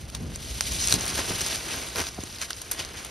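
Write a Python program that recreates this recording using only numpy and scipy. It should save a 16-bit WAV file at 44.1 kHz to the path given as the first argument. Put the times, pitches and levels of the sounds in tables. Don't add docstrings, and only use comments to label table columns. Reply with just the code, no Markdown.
import sys
import numpy as np
from scipy import signal
from scipy.fft import rfft, irfft
from scipy.io import wavfile

SR = 44100
rng = np.random.default_rng(int(sys.argv[2]) if len(sys.argv) > 2 else 0)


def wav_record(signal):
    frames = np.transpose(np.atleast_2d(signal))
    bounded = np.clip(frames, -1, 1)
    quanta = np.round(bounded * 32767).astype(np.int16)
    wavfile.write(sys.argv[1], SR, quanta)


N = 136710
T, HZ = np.arange(N) / SR, np.fft.rfftfreq(N, 1 / SR)

# time_s, level_db
RUMBLE_LEVELS = [(0, -38), (.12, -42), (.23, -34.5), (.45, -39.5), (.52, -36.5), (.6, -41.5), (.71, -32.5),
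                 (.78, -36.5), (.95, -38), (1.32, -37.5), (1.6, -47), (1.78, -45.5), (2.32, -46.5),
                 (2.5, -49.5), (2.95, -46), (3.1, -50.5)]
ROAR_LEVELS = [(0, -53), (.4, -48.5), (.7, -46), (1.0, -37), (1.3, -38), (1.53, -37.5), (1.62, -42),
               (1.73, -34.5), (1.9, -44), (2.13, -48.5), (2.45, -47), (2.62, -49.5), (2.8, -43),
               (3.1, -45.5)]
SIZZLE_LEVELS = [(0, -49), (.28, -49.5), (.39, -43), (.44, -39.5), (.6, -37), (.625, -32), (.78, -31.5),
                 (.85, -33), (.925, -22.5), (.97, -34), (1.2, -31.5), (1.52, -31.5), (1.63, -36.5),
                 (1.75, -32.5), (1.92, -38.5), (2.13, -44), (2.45, -40.5), (2.57, -43.5), (2.8, -44.5),
                 (3.1, -43)]
# peak_s, rise_s, decay_s, level_db, pitch_hz
AIR_PUFFS = [(.235, 0.071, 0.08, -37, 169), (0.941, 0.0086, 0.031, -27, 188)]
# peak_s, rise_s, decay_s, level_db, start_pitch_hz
THICKET_KNOCKS = [(1.309, 0.0075, .011, -22, 443.7), (2.009, 0.012, 0.012, -26.5, 421),
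                  (2.189, 0.0067, 0.017, -27.5, 720), (2.238, 0.0028, 0.0016, -24.5, 440)]
# peak_s, rise_s, decay_s, crisp_db, dull_db, leaf_ring_hz
LEAF_CRUNCHES = [(0.151, 0.007, 0.0097, -36, -36.5, 4400), (0.841, 0.032, 0.013, -23.5, -60, 6040),
                 (0.941, 0.003, 0.011, -28, -28, 5500), (1.181, 0.0038, 0.018, -31, -25, 1590),
                 (1.303, 0.013, 0.026, -53, -32, 1100), (1.531, 0.059, 0.0051, -30, -38.5, 2920),
                 (1.958, 0.0045, 0.013, -51, -27, 1600), (1.986, 0.0086, 0.008, -28.5, -28, 1510),
                 (1.999, 0.0055, 0.025, -28, -26, 1650), (2.017, .001, .005, -48, -36, 1500),
                 (2.089, 0.031, 0.0042, -34, -38.5, 5000), (2.422, 0.01, 0.016, -28, -37.5, 1550),
                 (2.506, 0.00045, 0.0035, -22.5, -28, 1610), (2.718, 0.003, 0.026, -30.5, -44, 11000),
                 (2.795, 0.008, 0.026, -29.5, -34.5, 3040), (2.971, 0.011, 0.078, -40.5, -44, 2200)]
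# start_s, strength_db, pitch_hz, ring_s, splinters_db
STALK_SNAPS = [(0.1, -24.5, 4470, 0.00015, -8), (0.1497, -23.5, 4100, 0.00018, 0.5),
               (0.3592, -17, 7700, 0.00025, -9), (0.6087, 1, 4870, 0.00013, -14),
               (0.7211, -11, 6500, 0.00018, -18), (.8742, -2.5, 7300, 0.00018, -29),
               (0.8849, -6, 6600, 0.00025, -14), (0.9083, -11, 5370, 0.00036, -5),
               (0.9245, -5.5, 5700, 0.00023, -2), (0.9248, -2.5, 3930, 0.00086, -29),
               (0.94, -2.5, 7800, 0.00037, -16), (1.0098, -14, 6470, 0.00042, -10),
               (1.0544, -16, 8500, 0.00034, -3), (1.0636, -18, 8900, 0.00023, -2),
               (1.0793, -17.5, 7940, 0.00015, 0), (1.4083, -14, 5700, 0.0005, -9),
               (1.4144, -18, 9700, 0.00022, 1), (1.4636, -15, 9300, 0.00024, -1.5),
               (1.558, -22.5, 7440, 0.00017, 4), (1.887, -18.5, 8040, 0.00023, -11),
               (2.0687, -12, 3960, 0.00028, -11), (2.2367, -19, 6900, 0.00032, -6),
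               (2.3856, -21.5, 4800, 0.00031, -16), (2.4156, -15.5, 5900, 0.00031, -6.5),
               (2.5041, -21, 4650, 0.00025, -23), (2.5314, -13, 4660, 0.00032, -31),
               (2.5663, -22, 9600, 0.00018, -14), (2.617, -20.5, 9800, 0.00023, -1.5),
               (2.7137, -9.5, 11100, 0.0005, -5), (2.7174, -3, 12400, 0.00037, -27),
               (2.8005, -21, 2940, .002, -24), (2.8494, -13.5, 4850, 0.00015, -15),
               (3.0484, -24.5, 9900, 0.00022, 1.5)]

# frequency_hz, gain_db
RUMBLE_SPECTRUM = [(15, -42), (30, -18), (45, -6), (62, 0.5), (100, -5), (160, -11), (300, -19), (700, -28),
                   (2000, -54.5)]
ROAR_SPECTRUM = [(40, -29), (150, -5), (330, 0.5), (550, -4), (1000, -5.5), (1700, -5), (3000, -7),
                 (6000, -26), (12000, -50)]
CRISP_LEAF_SPECTRUM = [(150, -25), (800, -10.5), (1600, 2.5), (3000, 2.5), (6500, 6.5), (8700, 3.5),
                       (12500, -7), (16000, -69)]
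DULL_LEAF_SPECTRUM = [(40, -13), (150, -1.5), (350, 4.5), (650, -1), (1000, 2), (1700, -3), (3000, -3),
                      (14000, -13.5)]
SNAP_SPECTRUM = [(60, -32), (400, -3), (1500, 0.5), (4000, 0), (8500, 7), (12000, -4.5), (16000, -2)]
SIZZLE_SPECTRUM = [(150, -37), (700, -25.5), (1500, -8.5), (2600, -0.5), (4200, 2.5), (7500, 1.5),
                   (8700, 0.5), (10000, -2.5), (13000, -9), (16000, -24)]

# frequency_hz, likeness_0_to_1
PORT_LIKENESS = [(60, .98), (250, .92), (700, .75), (1500, .74), (1800, .55), (2200, .985), (6100, .995),
                 (6600, .8), (7400, .97), (9500, .75), (10600, .99), (11700, .98), (12900, .5),
                 (14000, .98)]
# frequency_hz, left_lead_rad
PORT_LEAD = [(60, -.03), (700, -.55), (2200, 0), (6350, 0), (6850, 3), (7600, 3), (8600, 2.3), (9900, .3),
             (12000, 0), (13500, -3.1)]
# frequency_hz, left_minus_right_db
PORT_BALANCE = [(300, 0), (750, -2.2), (2000, .2)]
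# frequency_hz, width_octaves, boost_db
HOUSING_RESONANCES = [(659, 0.022, 4), (1055, 0.022, 2), (1550, 0.02, 2.5)]


def amp(db):
    return 10 ** (np.asarray(db) / 20)


def unit(x):
    return x / np.sqrt(np.mean(x ** 2) + 1e-20)


def over_frequency(points):
    hz, value = np.transpose(points)
    return np.interp(np.log(HZ + 1), np.log(hz + 1), value)


def level(points):
    return amp(np.interp(T, *np.transpose(points)))


def colour(x, spectrum):
    return irfft(rfft(x) * amp(over_frequency(spectrum)), N)


def hump(hz, octaves):
    return 1 / (1 + (np.log2((HZ + 1) / hz) / octaves) ** 2)


def noise():
    return rng.standard_normal((2, N))


def flutter(rate_hz, depth_db):
    wander = irfft(rfft(rng.standard_normal(N)) * HZ / (HZ + 8) / (1 + (HZ / rate_hz) ** 4), N)
    return amp(depth_db * unit(wander))


def swell(peak_s, rise_s, decay_s):
    return np.exp(-np.maximum((peak_s - T) / rise_s, (T - peak_s) / decay_s))


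def impulses(per_s, spread_db, max_spreads):
    fires = rng.random(N) < per_s / SR
    return fires * amp(spread_db * np.minimum(rng.exponential(1, N), max_spreads))


def grains(per_s, spread_db, decay_s):
    onsets = impulses(per_s, spread_db, max_spreads=5)
    power = signal.lfilter([1], [1, -np.exp(-1 / (decay_s * SR))], onsets ** 2)
    return unit(np.sqrt(power) * noise())


def flame():
    roar = unit(colour(noise(), ROAR_SPECTRUM) * flutter(rate_hz=59, depth_db=1.5))
    rumble = unit(colour(noise(), RUMBLE_SPECTRUM) * flutter(rate_hz=95, depth_db=1.04))
    return level(ROAR_LEVELS) * roar + level(RUMBLE_LEVELS) * rumble


def air_puffs():
    air, out = rfft(noise()), np.zeros((2, N))
    for peak_s, rise_s, decay_s, level_db, pitch_hz in AIR_PUFFS:
        band = hump(pitch_hz, octaves=0.88) / (1 + (HZ / (3 * pitch_hz)) ** 4)
        out += amp(level_db) * swell(peak_s, rise_s, decay_s) * unit(irfft(air * band, N))
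    return out


def thicket_knocks(thud_hz=69.6, sink_s=0.0042, rattle_hz=900, rattle_db=2.7):
    out = np.zeros((2, N))
    for peak_s, rise_s, decay_s, level_db, start_pitch_hz in THICKET_KNOCKS:
        sink = (1 - np.tanh((T - peak_s) / sink_s)) / 2
        pitch_hz = (thud_hz + (start_pitch_hz - thud_hz) * sink) * flutter(rattle_hz, rattle_db)
        ring = np.sin(2 * np.pi * (np.cumsum(pitch_hz) / SR + rng.random()))
        ring *= unit(flutter(rattle_hz, rattle_db))
        out[0] += amp(level_db) * swell(peak_s, rise_s, decay_s) * ring
    return out


def leaf_crunches(ring_boost_db=8):
    crisp = rfft(colour(grains(per_s=1900, spread_db=1.2, decay_s=0.00065), CRISP_LEAF_SPECTRUM))
    dull = unit(colour(grains(per_s=1800, spread_db=4.0, decay_s=0.0003), DULL_LEAF_SPECTRUM))
    out = np.zeros((2, N))
    for peak_s, rise_s, decay_s, crisp_db, dull_db, leaf_ring_hz in LEAF_CRUNCHES:
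        leaf = unit(irfft(crisp * amp(ring_boost_db * hump(leaf_ring_hz, octaves=0.64)), N))
        out += swell(peak_s, rise_s, decay_s) * (amp(crisp_db) * leaf + amp(dull_db) * dull)
    return out


def stalk_snaps(splinter_s=0.0016, scatter_s=0.011, scatter_db=-11, attack_share=0.24):
    out, t = np.zeros((2, N)), np.arange(4096) / SR
    spray = np.exp(-t / splinter_s) + amp(scatter_db) * np.exp(-t / scatter_s)
    for start_s, strength_db, pitch_hz, ring_s, splinters_db in STALK_SNAPS:
        snap = .5 * amp(splinters_db) * spray * rng.standard_normal((2, len(t)))
        snap[0] += np.exp(-t / ring_s) * np.sin(2 * np.pi * pitch_hz * t)
        snap *= 1 - np.exp(-t / (attack_share * ring_s))
        slot = out[:, round(start_s * SR):][:, :len(t)]
        slot += amp(strength_db) * snap[:, :slot.shape[1]]
    return colour(out, SNAP_SPECTRUM)


def stem_pops(per_s=700, sizes=30, low_hz=2290, high_hz=11970, ring_s=0.00055):
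    out, t = np.zeros((2, N)), np.arange(256) / SR
    for pitch_hz in np.geomspace(low_hz, high_hz, sizes):
        pops = impulses(per_s / sizes, spread_db=3, max_spreads=4)
        ring = np.exp(-t / ring_s) * np.sin(2 * np.pi * (pitch_hz * t + rng.random((2, 1))))
        out += np.sqrt(pitch_hz) * signal.oaconvolve(pops[None], ring)[:, :N]
    return unit(out)


def sizzle(stems_db=-3.5, steam_db=3):
    fibres = grains(per_s=3200, spread_db=2.5, decay_s=0.00027)
    fizz = fibres + amp(stems_db) * stem_pops() + amp(steam_db) * noise()
    clumps = flutter(rate_hz=28, depth_db=1.82)
    return level(SIZZLE_LEVELS) * unit(colour(fizz * clumps, SIZZLE_SPECTRUM))


def microphone_ports(x):
    shared, differing = rfft(x)
    likeness = over_frequency(PORT_LIKENESS)
    shared *= np.sqrt((1 + likeness) / 2)
    differing *= np.sqrt((1 - likeness) / 2)
    half_lead = np.exp(.5j * over_frequency(PORT_LEAD))
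    left, right = (shared + differing) * half_lead, (shared - differing) / half_lead
    return irfft(np.array([left, right]), N)


def scene():
    sources = flame() + sizzle() + stalk_snaps() + leaf_crunches() + air_puffs() + thicket_knocks()
    return microphone_ports(sources)


def record(dry):
    housing_db = sum(boost_db * hump(hz, octaves) for hz, octaves, boost_db in HOUSING_RESONANCES)
    balance_db = np.array([[.5], [-.5]]) * over_frequency(PORT_BALANCE)
    heard = irfft(rfft(dry) * amp(housing_db + balance_db), N)
    band_limit = signal.firwin(401, cutoff=15850, window=("kaiser", 8), fs=SR)
    return signal.oaconvolve(heard, band_limit[None], "same")


dry = scene()
out = record(dry)
wav_record(out)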